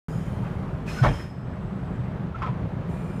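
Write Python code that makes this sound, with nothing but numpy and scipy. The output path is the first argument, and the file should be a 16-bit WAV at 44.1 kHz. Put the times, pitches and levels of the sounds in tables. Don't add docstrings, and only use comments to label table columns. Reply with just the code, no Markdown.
import sys
import numpy as np
from scipy import signal
from scipy.io import wavfile
from scipy.ndimage import uniform_filter1d

SR = 44100
rng = np.random.default_rng(int(sys.argv[2]) if len(sys.argv) > 2 else 0)


def volts(x):
    e = np.asarray(x, float) / 20
    return 10 ** e


def bounce(signal):
    frames = np.transpose(np.atleast_2d(signal))
    limited = np.clip(frames, -1, 1)
    pcm = np.round(limited * 32767).astype(np.int16)
    wavfile.write(sys.argv[1], SR, pcm)


N = 141120
T = np.arange(N) / SR


def evened(x):
    return x / np.sqrt(np.mean(x ** 2) + 1e-20)


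def steadied(x, share, seconds):
    level = np.sqrt(abs(uniform_filter1d(x ** 2, size=int(seconds * SR))) + 1e-9)
    return evened(x / level ** share)


def shape(start, hold, t60, rise):
    attack = np.clip((T - start) / rise, 0, 1)
    time_after_hold = np.clip(T - start - hold, 0, None)
    return attack * volts(-60 * time_after_hold / t60)


def noise(points, size, patchy_db=0., flicker_db=0., tilt_db=0., edge_db=30):
    frames = 4 * N // size + 5
    hz = np.fft.rfftfreq(size, 1 / SR) + 1
    real, imag, patch = rng.standard_normal((frames, len(hz), 3)).T
    patch = uniform_filter1d(patch, size=size // 100 + 1, axis=0)
    patch = evened(uniform_filter1d(patch, size=8192 // size, axis=1))
    flicker = evened(uniform_filter1d(rng.standard_normal(frames), size=3))
    point_hz, point_db = np.transpose(points)
    colour = np.interp(np.log(hz), np.log(point_hz), point_db) + tilt_db * np.log2(hz / 3000)
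    octaves_below = np.maximum(np.log2(point_hz[0] / hz), 0)
    octaves_above = np.maximum(np.log2(hz / point_hz[-1]), 0)
    colour -= edge_db * (octaves_below + octaves_above)
    spectra = (real + 1j * imag) * volts(colour[:, None] + patchy_db * patch + flicker_db * flicker)
    return evened(signal.istft(spectra, nperseg=size, noverlap=3 * size // 4)[1][:N])


def resonate(x, hz, width):
    turn = np.exp(2j * np.pi * hz * T)
    r = np.exp(-np.pi * width / SR)
    return 2 * (turn * signal.lfilter([1 - r], [1, -r], x / turn)).real


STEADY, STEADY_S = .4, .09

# pitch in Hz, level in dB per Hz.
BOOM_COLOUR = [(12, -63), (20, -19), (41, -8), (134, -5), (220, -17.5), (255, -12), (292, -21.5),
               (461, -21), (500, -24), (650, -36), (1100, -120)]
# pitch in Hz, level in dB per Hz.
ROAR_COLOUR = [(180, -29.5), (300, -17), (460, -5), (588, -3), (671, -5.5), (1250, -9.5), (3250, -27),
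               (5150, -38), (15200, -54.5)]
# time in seconds, level in dB.
TRACK_ROUGHNESS = [(.08, .5), (.3, .5), (.45, 1.5), (.6, 1), (.8, 0), (.95, 1), (1.0, 0), (1.2, -1),
                   (1.27, -4), (1.36, -3), (1.5, 0), (1.95, .5), (2.2, 0), (2.35, -2), (2.5, 1), (2.75, 0),
                   (2.95, 1), (3.2, 0)]
# pitch in Hz, width in Hz, level in dB.
CABIN_PANELS = [(121.8, 25, -37), (163.7, 19.4, -36.5), (192.6, 14.4, -38.5), (262.8, 46, -50),
                (367, 26, -52), (473, 34, -59), (618, 32, -59)]


def rumble():
    track_db = np.interp(T, *np.transpose(TRACK_ROUGHNESS))
    slow = signal.butter(2, 48, fs=SR, output="sos")
    lumps = np.tanh(evened(signal.sosfilt(slow, rng.standard_normal(N))))
    shake = rng.standard_normal(N)
    panels = np.zeros(N)
    for hz, width, db in CABIN_PANELS:
        panels += volts(db) * evened(resonate(resonate(shake, hz, width), hz, width))
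    boom = volts(-33.5) * noise(BOOM_COLOUR, size=4096, patchy_db=0.75) + panels
    boom = np.std(boom) * steadied(boom, STEADY, STEADY_S)
    roar = volts(-43.5) * noise(ROAR_COLOUR, size=512, patchy_db=1.0, flicker_db=0.4, edge_db=0)
    return boom * volts(track_db + 2.6 * lumps) + roar * volts(track_db + 0.13 * lumps)


# start in seconds, hold in seconds, time to fade by 60 dB in seconds,
# level in dB, tilt in dB per octave.
SCRAPES = [
    (0.035, 0.056, 3.3, -58, 3),
    (0.855, 0.36, 0.46, -41.5, -2),
    (2.862, .03, 11, -65.5, 5),
]
# pitch in Hz, level in dB per Hz.
HISS_COLOUR = [(900, -13), (1300, -9), (2500, -10), (3600, -16.5), (4650, -20), (5200, -17), (9000, -22),
               (15200, -31)]


def scrapes():
    rise_s, sag_db_per_s = .035, -14
    out = np.zeros(N)
    for start, hold, t60, db, tilt in SCRAPES:
        hiss = noise(HISS_COLOUR, size=1024, patchy_db=.9, tilt_db=tilt, edge_db=10)
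        sag_db = sag_db_per_s * np.clip(T - start, 0, hold)
        out += volts(db + sag_db) * shape(start, hold, t60, rise_s) * hiss
    return out


def ringing(rows, width_share, fuzz):
    out = np.zeros(N)
    for start, hold, t60, hz, db in rows:
        width = width_share * hz
        rub = resonate(resonate(rng.standard_normal(N), hz, width), hz, width)
        rub = steadied(rub, STEADY, STEADY_S)
        tone = np.sqrt(2) * np.sin(2 * np.pi * (hz * T + rng.random()))
        mix = fuzz * rub + np.sqrt(1 - fuzz ** 2) * tone
        out += volts(db) * shape(start, hold, t60, rise=.008) * mix
    return out


# start in seconds, hold in seconds,
# time to fade by 60 dB in seconds, pitch in Hz, level in dB.
SINGING_TONES = [(0.083, 0.42, .6, 3120, -66), (.1, 0.08, 0.62, 5040, -65), (.1, 0.15, .4, 6830, -67),
                 (0.097, 0.23, 0.94, 9350, -71.5), (0.892, 0.2, .2, 5230, -52.5),
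                 (.9, 0.16, .2, 4140, -55.5), (.88, 0.26, 0.22, 6170, -62), (.87, .3, .2, 6900, -65),
                 (.95, 0.021, 0.098, 1230, -48), (1.125, 0.1, 0.37, 5180, -52.5),
                 (1.27, 0.073, 1, 5140, -67.5), (1.132, .03, 0.37, 3125, -49),
                 (1.19, 0.023, 0.22, 1830, -46.5), (1.1, .12, 0.26, 10400, -68), (1.3, .75, .4, 7820, -79),
                 (1.548, .4, .3, 9800, -82), (1.935, .035, .05, 7260, -74), (2.89, .3, .3, 7230, -72),
                 (2.89, .3, .3, 8570, -73), (2.9, 0.28, .3, 9340, -73.5), (2.9, 0.26, .3, 2390, -60),
                 (3.08, 0.13, .3, 5070, -73)]


def singing():
    return ringing(SINGING_TONES, width_share=.042, fuzz=.96)


# start in seconds, hold in seconds, time to fade by 60 dB in seconds,
# pitch in Hz, level in dB.
THUMPS = [
    (.14, .008, .08, 125, -22),
    (1.008, .026, .04, 128, -10.5),
    (1.02, .02, .12, 48, -22),
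    (1.092, .015, .08, 80, -19),
    (1.145, .01, .1, 75, -24),
    (2.478, .025, .1, 125, -25),
]


def thumps():
    out = np.zeros(N)
    for start, hold, t60, hz, db in THUMPS:
        swing = np.sqrt(2) * np.sin(2 * np.pi * hz * (T - start))
        out += volts(db) * shape(start, hold, t60, rise=0.017) * swing
    return out


# start in seconds, hold in seconds,
# time to fade by 60 dB in seconds, level in dB, tilt in dB per octave.
RATTLES = [
    (0.382, 0.011, 0.065, -40, -19),
    (0.443, 0.023, 0.22, -40.5, -0.5),
    (1.561, 0.012, 0.082, -48, 3),
    (2.346, 0.062, 0.13, -47, 4),
    (2.415, .02, 0.17, -33, 2),
    (2.455, 0.018, 0.22, -36, 1.5),
]
# pitch in Hz, level in dB per Hz.
RATTLE_COLOUR = [(350, -46), (600, -2), (1040, -8.5), (1130, -5), (1280, -10), (1490, -14), (2480, -19.5),
                 (15200, -76)]


def rattles():
    out = np.zeros(N)
    for start, hold, t60, db, tilt in RATTLES:
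        clatter = noise(RATTLE_COLOUR, size=256, patchy_db=2.5, flicker_db=0.4, tilt_db=tilt)
        out += volts(db) * shape(start, hold, t60, rise=.008) * clatter
    return out


# start in seconds, hold in seconds,
# time to fade by 60 dB in seconds, pitch in Hz, level in dB.
CLACKS = [
    (2.343, .019, .03, 1350, -37),
    (2.42, .046, .04, 1280, -34),
    (2.428, .03, .07, 1050, -35),
    (2.47, .03, .1, 980, -42),
    (.97, .046, .03, 1480, -38),
    (.87, .025, .15, 2490, -44),
]


def clacks():
    return ringing(CLACKS, width_share=.08, fuzz=.85)


BLOW_RISE_S = .02

# start in seconds, hold in seconds,
# time to fade by 60 dB in seconds, level in dB, tilt in dB per octave.
BLOWS = [
    (1.02, .035, .13, -28.5, 3),
    (1.026, .05, .22, -23, -1),
    (1.19, .03, .15, -42, 0),
]
# pitch in Hz, level in dB per Hz.
CRASH_COLOUR = [(120, -37.5), (200, 0.5), (364, -22), (638, -4.5), (934, -2.5), (1640, -5.5), (2070, -20),
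                (3150, -22.5), (15200, -56.5)]
# pitch in Hz, width in Hz, level in dB.
BODY_MODES = [(465, 12, -7), (583, 46, 5), (1380, 110, -11), (1740, 20, -9.5), (1870, 50, -9.5),
              (2220, 140, -3.5), (3180, 29, -14.5), (3800, 48, -37)]


def blows():
    out = np.zeros(N)
    for start, hold, t60, db, tilt in BLOWS:
        crash = noise(CRASH_COLOUR, size=256, patchy_db=2.6, flicker_db=2.6, tilt_db=tilt, edge_db=8)
        ring = np.zeros(N)
        for hz, width, mode_db in BODY_MODES:
            ring += volts(mode_db) * evened(resonate(crash, hz, width + 20))
        out += volts(db) * shape(start, hold, t60, BLOW_RISE_S) * (crash + volts(-2) * evened(ring))
    return out


# start in seconds, hold in seconds,
# time to fade by 60 dB in seconds, level in dB.
SHUDDER = (1.03, .085, .1, -17.5)


def shudder():
    start, hold, t60, db = SHUDDER
    boom = steadied(noise(BOOM_COLOUR, size=1024, tilt_db=-.5), 2 * STEADY, STEADY_S / 2)
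    return volts(db) * shape(start, hold, t60, BLOW_RISE_S) * boom


def scene():
    rolling = rumble() + scrapes() + singing()
    fittings = rattles() + clacks()
    bang = thumps() + blows() + shudder()
    return (rolling + fittings + bang)[None]


def low_pass(x):
    return signal.sosfilt(signal.butter(12, 15380, fs=SR, output="sos"), x)


def record(dry):
    start_s = .0838
    duck_from_db, duck_share, recover_db_per_s = -27, .15, 14
    power_db = 10 * np.log10(abs(uniform_filter1d(dry[0] ** 2, size=2000)) + 1e-12)
    fall_db = T * recover_db_per_s
    peak_db = np.maximum.accumulate(power_db + fall_db) - fall_db
    over_db = np.maximum(peak_db - duck_from_db, 0)
    low_cut = signal.butter(2, 38, "high", fs=SR, output="sos")
    high_cut = signal.firwin(511, 15330, window=("kaiser", 9), fs=SR)
    mic = signal.sosfilt(low_cut, dry)
    mic = signal.oaconvolve(mic, high_cut[None], "same")
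    ducked = mic / volts(duck_share * uniform_filter1d(over_db, size=800))
    return low_pass(ducked * (T > start_s))


dry = scene()
out = record(dry)
bounce(out)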